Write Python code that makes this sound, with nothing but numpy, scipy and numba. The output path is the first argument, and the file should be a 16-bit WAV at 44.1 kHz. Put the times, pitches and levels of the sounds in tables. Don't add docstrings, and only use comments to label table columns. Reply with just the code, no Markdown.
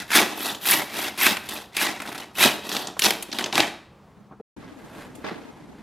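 import sys
import numpy as np
from scipy import signal
from scipy.fft import rfft, irfft
from scipy.io import wavfile
from scipy.ndimage import uniform_filter1d
from numba import njit

SR = 44100
rng = np.random.default_rng(int(sys.argv[2]) if len(sys.argv) > 2 else 0)


def boost(x):
    u = np.asarray(x, float) / 20
    return 10 ** u


def put_to_file(sound):
    columns = np.atleast_2d(sound).T
    safe = np.clip(columns, -1, 1)
    whole_steps = np.round(safe * 32767)
    wavfile.write(sys.argv[1], SR, whole_steps.astype(np.int16))


N = 256662
T = np.arange(N) / SR
# start_s, end_s
GAP_S = (4.414, 4.564)


def unit(x):
    return x / np.sqrt(np.mean(x ** 2))


def colour(x, points, modes=()):
    hz = np.fft.rfftfreq(4096, 1 / SR) + 1
    point_hz, point_db = np.transpose(points)
    gain_db = np.interp(np.log(hz), np.log(point_hz), point_db)
    for centre_hz, width_hz, hump_db in modes:
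        gain_db = gain_db + hump_db / (1 + (2 * (hz - centre_hz) / width_hz) ** 2)
    cepstrum = irfft(np.log(boost(gain_db)))
    cepstrum[1:2048] *= 2
    cepstrum[2049:] = 0
    impulse = irfft(np.exp(rfft(cepstrum)))
    return signal.fftconvolve(x, impulse)[:len(x)]


def band(x, lo_hz, hi_hz, order=2):
    edges_hz = [lo_hz, min(hi_hz, .45 * SR)]
    return signal.sosfilt(signal.butter(order, edges_hz, "band", fs=SR, output="sos"), x)


def lowpass(x, hz, order):
    return signal.sosfilt(signal.butter(order, hz, fs=SR, output="sos"), x)


def walk(rate_hz):
    hold = int(SR / rate_hz)
    steps = np.repeat(rng.standard_normal(N // hold + 1), hold)
    return unit(uniform_filter1d(uniform_filter1d(steps, hold), hold)[:N])


def bites(rate_hz, spread_db, ring_s, rub):
    size = boost(spread_db * np.minimum(rng.exponential(size=N), 4))
    hits = (rng.random(N) < rate_hz / SR) * size
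    push = signal.lfilter([1], [1, -np.exp(-1 / (ring_s * SR))], hits)
    return unit((rub + unit(push)) * rng.standard_normal(N))


@njit
def grains(start, hz, cycles, size, count):
    out = np.zeros(count)
    for k in range(len(start)):
        turn = np.exp((2j * np.pi - 1 / cycles[k]) * hz[k] / SR)
        z = size[k] + 0j
        for i in range(start[k], min(count, start[k] + int(6 * cycles[k] * SR / hz[k]))):
            out[i] += z.imag
            z *= turn
    return out


def teeth(centre_hz, rate_hz, scatter, cycles, spread_db):
    chance = rng.random((int(rate_hz * N / SR), 4)).T
    start = (chance[0] * N).astype(np.int64)
    hz = centre_hz[start] * np.exp(scatter * (chance[1] + chance[2] - 1))
    size = boost(spread_db * np.minimum(-np.log(1 - chance[3]), 4)) * np.sign(chance[1] - chance[2])
    return unit(grains(start, np.minimum(hz, .4 * SR), cycles * (.5 + chance[2]), size, N))


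RISE, FALL = (1.815, 2), (.95, 1.46)
LONGEST_FALL_S = 0.19
REST_S, REST_DB = 3.89, -50
# start_s, fastest_s, fastest_rasp_db, prior_turn_rasp_db, sizzle_above_rasp_db
STROKES = [(-.2, -0.036, -29, -47, -6), (0.073, 0.172, -14, -50, -7.5), (0.341, 0.468, -30, -42, -5),
           (0.603, 0.731, -18, -47.5, -2), (0.876, 1.035, -28.5, -44.5, -7), (1.153, 1.264, -14.5, -49, -5),
           (1.418, 1.556, -37, -48, -6.5), (1.716, 1.843, -18.5, -62, -8), (1.958, 2.158, -39, -43.5, -8),
           (2.329, 2.444, -15.5, -62, -6.5), (2.606, 2.756, -30.5, -46.5, -8),
           (2.985, 3.058, -17.5, -49.5, -6), (3.267, 3.39, -31, -55, -11.5),
           (3.512, 3.595, -20.5, -45, -11)]


def strokes(t):
    start_s, fast_s, top_db, turn_db, sizzle_db = np.transpose(STROKES)
    end_s, end_db = np.append(start_s[1:], REST_S), np.append(turn_db[1:], REST_DB)
    k = np.maximum(np.searchsorted(start_s, t) - 1, 0)
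    pull = 1 - k % 2
    rise_s = (fast_s - start_s)[k]
    fall_s = np.minimum(end_s - fast_s, LONGEST_FALL_S)[k]
    up = 1 - np.clip((fast_s[k] - t) / rise_s, 0, 1) ** np.take(RISE, pull)
    down = 1 - np.clip((t - fast_s[k]) / fall_s, 0, 1) ** np.take(FALL, pull)
    rising = t < fast_s[k]
    speed, low_db = np.where(rising, up, down), np.where(rising, turn_db[k], end_db[k])
    return low_db + (top_db[k] - low_db) * speed, speed, sizzle_db[k]


STALL_DB, STALL_S, JUMP_DB, JUMP_S = 6, .015, 3.5, 0.018
FREE_DB, STALL_RANGE_DB = -14.5, 22.5


def stick(rasp_db):
    change_db = np.zeros(N)
    for s, *_ in SNAGS:
        away_s = np.abs(T - s)
        stall_db, jump_db = -STALL_DB * np.exp(-away_s / STALL_S), JUMP_DB * np.exp(-away_s / JUMP_S)
        change_db += np.where(T < s, stall_db, jump_db)
    return change_db * np.clip((FREE_DB - rasp_db) / STALL_RANGE_DB, 0, 1)


SIZZLE_LEAD_S, SIZZLE_TURN_DB = 0.0074, -10.5
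THUD_LAG_S, THUD_DB, THUD_SLOPE = 0.012, -36, 0.71
BONE_DB_PER_DB = 0.03
# time_s, bone_ring_hz, carcass_weight_db
KERF = [(.13, 1950, -3), (.23, 2285, 5), (.46, 3260, 0.5), (.71, 2710, -3.5), (.8, 2180, 3),
        (1.01, 2300, 0.5), (1.26, 2397, 0), (1.56, 2990, 1.5), (1.83, 2197, -0.5), (2.12, 2220, 4),
        (2.44, 2600, 3), (2.76, 3620, 3.5), (3.05, 3680, 2.5), (3.12, 2500, 2), (3.4, 3550, 3.5),
        (3.6, 2306, 8.5), (3.8, 2310, 0.5)]
# freq_hz, gain_db
SAW_COLOUR = [(35, -40.5), (60, -27), (146, -13.5), (307, -2), (513, -8), (727, -2.5), (1270, -2),
              (1980, -1), (2180, -16.5), (2620, -3), (2950, -11.5), (3310, -1), (7320, -11), (12200, -12.5),
              (15800, -28)]
# centre_hz, width_hz, hump_db
BONE_MODES = [(211, 42, 5.5), (359.7, 16, 5), (780, 17.4, -2.5), (1036, 30, -1), (1924, 31, 6),
              (2100, 25, 4.5), (2282, 18, 8), (2500, 25, 5.5), (2600, 22, 5), (3183, 120, 2.5),
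              (3830, 40, 7.5), (4140, 22, 1), (4326, 25, -4)]


def saw():
    time_s, *columns = np.transpose(KERF)
    ring_hz, weight_db = (np.interp(T, time_s, c) for c in columns)
    rasp_db = strokes(T)[0]
    early_db, speed, free_db = strokes(T + SIZZLE_LEAD_S)
    sizzle_db = early_db + free_db + SIZZLE_TURN_DB * (1 - speed)
    thud_db = THUD_DB + THUD_SLOPE * (strokes(T - THUD_LAG_S)[0] + 30) + weight_db

    scrape = colour(bites(rate_hz=350, spread_db=1.5, ring_s=0.002, rub=1), SAW_COLOUR, BONE_MODES)
    bone = band(teeth(ring_hz, rate_hz=500, scatter=.45, cycles=14, spread_db=3), 700, 7000)
    steel = teeth(np.full(N, 12300.), rate_hz=900, scatter=0.24, cycles=18, spread_db=5)
    steel = band(steel, 9500, 14000)

    rasp = unit(band(scrape, 900, 9000, order=3))
    rasp = unit(rasp + 0.84 * bone * boost(BONE_DB_PER_DB * (rasp_db + 20)))
    thud = unit(band(scrape, 64, 900, order=3))
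    sizzle = unit(band(scrape, 9000, 21000, order=3))
    sizzle = unit(sizzle + boost(0.94 * free_db + 5) * steel)

    mix = rasp * boost(rasp_db + walk(40)) + thud * boost(thud_db + 0.91 * walk(25.24))
    mix = mix + sizzle * boost(sizzle_db)
    judder = boost(stick(rasp_db) + 1.3 * walk(29.86))
    fade = np.clip((REST_S - T) / 0.28, 0, 1)
    return mix * judder * fade


def air(points, level_db):
    hush = unit(colour(rng.standard_normal(N), points))
    low = lowpass(hush, 450, order=2)
    return boost(level_db) * (low * boost(1.3 * walk(8.9)) + (hush - low) * boost(1.4 * walk(6)))


def stereo(mid, ports):
    smear = rng.standard_normal(1500) * np.exp(-T[:1500] / .005)
    smeared = signal.fftconvolve(mid, smear / np.sqrt(np.sum(smear ** 2)))[:N]
    side = colour(smeared * walk(85), ports)
    return np.array([mid + side, mid - side])


# freq_hz, gain_db
NEAR_SHED = [(15, -44.5), (25, -25), (64, -9), (170, -7.5), (205, -1.5), (228, -12.5), (1040, -19.5),
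             (1180, -19.5), (1550, -27.5), (15800, -52.5)]
# freq_hz, side_above_mid_db
NEAR_PORTS = [(60, -18), (110, -17), (200, -16), (380, -12), (700, -16), (1290, -16), (2380, -18),
              (4400, -16), (8120, -7), (15000, -4)]


def near_view(work):
    return stereo(work + air(NEAR_SHED, level_db=-52.5), NEAR_PORTS)


def echo(x, t60_low_s, t60_high_s):
    t = T[:40000]
    tail = rng.standard_normal(len(t)) * (1 - np.exp(-t / 0.0013))
    low = lowpass(tail, 2500, order=1)
    tail = low * boost(-60 * t / t60_low_s) + (tail - low) * boost(-60 * t / t60_high_s)
    return signal.fftconvolve(x, tail / np.sqrt(np.sum(tail ** 2)))[:N]


def cracks(table, width, hold_s, t60_s, crumble):
    out, t = np.zeros(N), T[:8000]
    for s, peak_db, hz, thump_db, treble_db in table:
        slow = boost(-crumble * peak_db)
        decay = np.exp(-np.log(1000) * np.maximum(t - slow * hold_s, 0) / (slow * t60_s))
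        crack = rng.standard_normal(len(t)) * decay
        crack[0] += 1.5
        parts = (band(crack, hz / width ** 2, hz * width, order=3),
                 band(crack, 160, 485),
                 band(crack, 5900, 12000))
        ring, thump, tick = (v / np.abs(v).max() for v in parts)
        i = int(s * SR)
        event = boost(peak_db) * (ring + boost(thump_db) * thump + boost(treble_db) * tick)
        out[i:i + len(t)] += event[:N - i]
    return out


THUMP_DB, THUMP_SLOPE = -35, 0.43
CHATTER_S, CHATTER_PERIOD_S = 3.039, .006
# first_peak_db, loss_per_tooth_db, ring_hz
CHATTER = (-7, 0.4, 4401)
# start_s, peak_db, ring_hz, treble_above_peak_db
SNAGS = [(.104, -18, 2160, -14), (.116, -16, 1900, -20), (.174, -5.5, 2600, -20), (.188, -8, 2600, -18),
         (.547, -25, 5500, -7.5), (.655, -22, 2400, -4), (1.176, -27.5, 2200, -12), (1.212, -17, 2310, -12),
         (1.266, -3, 2300, -18), (1.369, -16.5, 1970, -8), (1.489, -28, 3640, 3), (1.767, -12, 3030, -2.5),
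         (2.001, -22, 1820, -12.5), (2.019, -22, 2050, -4.5), (2.054, -24, 1440, -24),
         (2.074, -26, 3060, -25), (2.117, -28, 1290, -21), (2.147, -29, 2200, -15.5),
         (2.178, -27, 3360, -3), (2.199, -25.5, 2640, -14), (2.353, -39, 1500, -15),
         (2.385, -20, 2720, -9.5), (2.69, -21, 4460, -14.5), (2.716, -18.5, 3940, -14),
         (2.726, -20, 5500, -12.5), (2.748, -18, 4800, -14), (2.766, -11.5, 3940, -30),
         (2.871, -20, 5870, -18), (2.967, -26, 880, -25), (2.993, -11.5, 2600, 2), (3.02, -6.5, 4140, -9.5),
         (3.106, -8, 3040, -3), (3.225, -22, 4360, 2.5), (3.285, -35.5, 400, -34),
         (3.316, -26, 4270, -23.5), (3.327, -18, 4040, -19.5), (3.386, -10.5, 3330, -13),
         (3.392, -18, 2250, -18.5), (3.409, -21.5, 1630, -10), (3.441, -11.5, 4580, -18),
         (3.46, -17, 3540, -11.5), (3.526, -14.5, 3640, -15.5), (3.532, -19, 900, -30),
         (3.554, -8.5, 4260, -10.5), (3.578, -4.5, 1437, -17), (3.603, -3.5, 3190, -24.5)]


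def snags(count=5):
    first_db, loss_db, chatter_hz = CHATTER
    chatter = [(CHATTER_S + k * CHATTER_PERIOD_S, first_db - k * loss_db, chatter_hz, -17)
               for k in range(count)]
    rows = []
    for s, peak_db, hz, treble_db in SNAGS + chatter:
        thump_db = THUMP_DB + THUMP_SLOPE * (peak_db + 16.5) - peak_db
        rows.append((s, peak_db, hz, thump_db, treble_db))
    return cracks(rows, width=1.435, hold_s=0.00097, t60_s=0.015, crumble=0.3)


# start_s, peak_db, ring_hz, thump_above_peak_db, treble_above_peak_db
KNOCKS = [(4.309, -39.5, 952, -2.5, -45), (4.321, -41.5, 1100, 3.5, -43), (4.398, -35, 497, 1, -50),
          (5.152, -44.5, 2980, -20.5, 3), (5.241, -29, 1600, 3.5, -38), (5.312, -42, 700, 16, -40)]


def knocks_tick_and_scuff():
    return cracks(KNOCKS, width=1.23, hold_s=.002, t60_s=0.05, crumble=.1)


# freq_hz, gain_db
FAR_SHED = [(15, -53.5), (25, -20), (299, -4), (361, -12), (437, -12), (572, -17), (857, -14.5),
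            (1090, -21.5), (12700, -47), (15800, -68.5)]
# freq_hz, side_above_mid_db
FAR_PORTS = [(60, -20), (110, -6.5), (200, -7), (380, -1), (700, -5), (1290, -7.5), (2380, -6.5),
             (4400, -6), (8120, -2), (15000, -3.5)]


def far_view(work):
    return stereo(work + air(FAR_SHED, level_db=-45.5), FAR_PORTS)


# loudest_s, level_db, rise_db_per_s, fall_db_per_s, rustle_above_level_db
SHUFFLE = [(4.642, -45.5, 197, 74, -28), (5.018, -41.5, 49, 179, -16.5), (5.17, -59, 300, 30, -8),
           (5.246, -30.5, 2500, 147, -33), (5.285, -30, 305, 176, -30), (5.42, -50, 100, 37, -22),
           (5.82, -49.5, 116, 100, -22)]
# freq_hz, gain_db
SHUFFLE_COLOUR = [(59, -43), (100, -19), (201, -2.5), (717, -12.5), (1670, -12.5), (2350, -12), (2560, -5),
                  (12300, -46.5), (15800, -72)]
# centre_hz, width_hz, hump_db
SCUFFED = [(620, 120, 5), (1100, 120, 4), (1650, 110, 6), (2050, 110, 4)]


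def shuffle():
    loudest_s, level_db, rise, fall, rustle_db = np.transpose(SHUFFLE)[:, :, None]
    drop_db = np.where(T < loudest_s, rise * (loudest_s - T), fall * (T - loudest_s))
    swell = boost(level_db - drop_db) * (T > GAP_S[1])
    grit = bites(rate_hz=610, spread_db=3.5, ring_s=0.003, rub=1)
    scuff = colour(grit, SHUFFLE_COLOUR, SCUFFED)
    body = unit(band(scuff, 300, 2620)) + unit(band(scuff, 2480, 5950)) * boost(-7)
    rustle = unit(band(grit, 6200, 13400, order=3))
    return body * swell.max(axis=0) + rustle * (swell * boost(rustle_db)).max(axis=0)


def scene():
    work = saw() + snags() + knocks_tick_and_scuff() + shuffle()
    work = work + boost(-11.5) * echo(work, t60_low_s=0.55, t60_high_s=0.37)
    return np.where(T < GAP_S[1], near_view(work), far_view(work))


def band_limit(x):
    return signal.sosfilt(signal.butter(12, 16500, fs=SR, output="sos"), x)


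def record(dry):
    mute = np.clip((GAP_S[0] - T) / 0.0017, 0, 1) + np.clip((T - GAP_S[1]) / 0.0027, 0, 1)
    top_cut = signal.ellip(8, .2, 80, 15800, fs=SR, output="sos")
    mix = np.clip(signal.sosfilt(top_cut, dry * mute), -1, 1)
    return band_limit(mix)


dry = scene()
out = record(dry)
put_to_file(out)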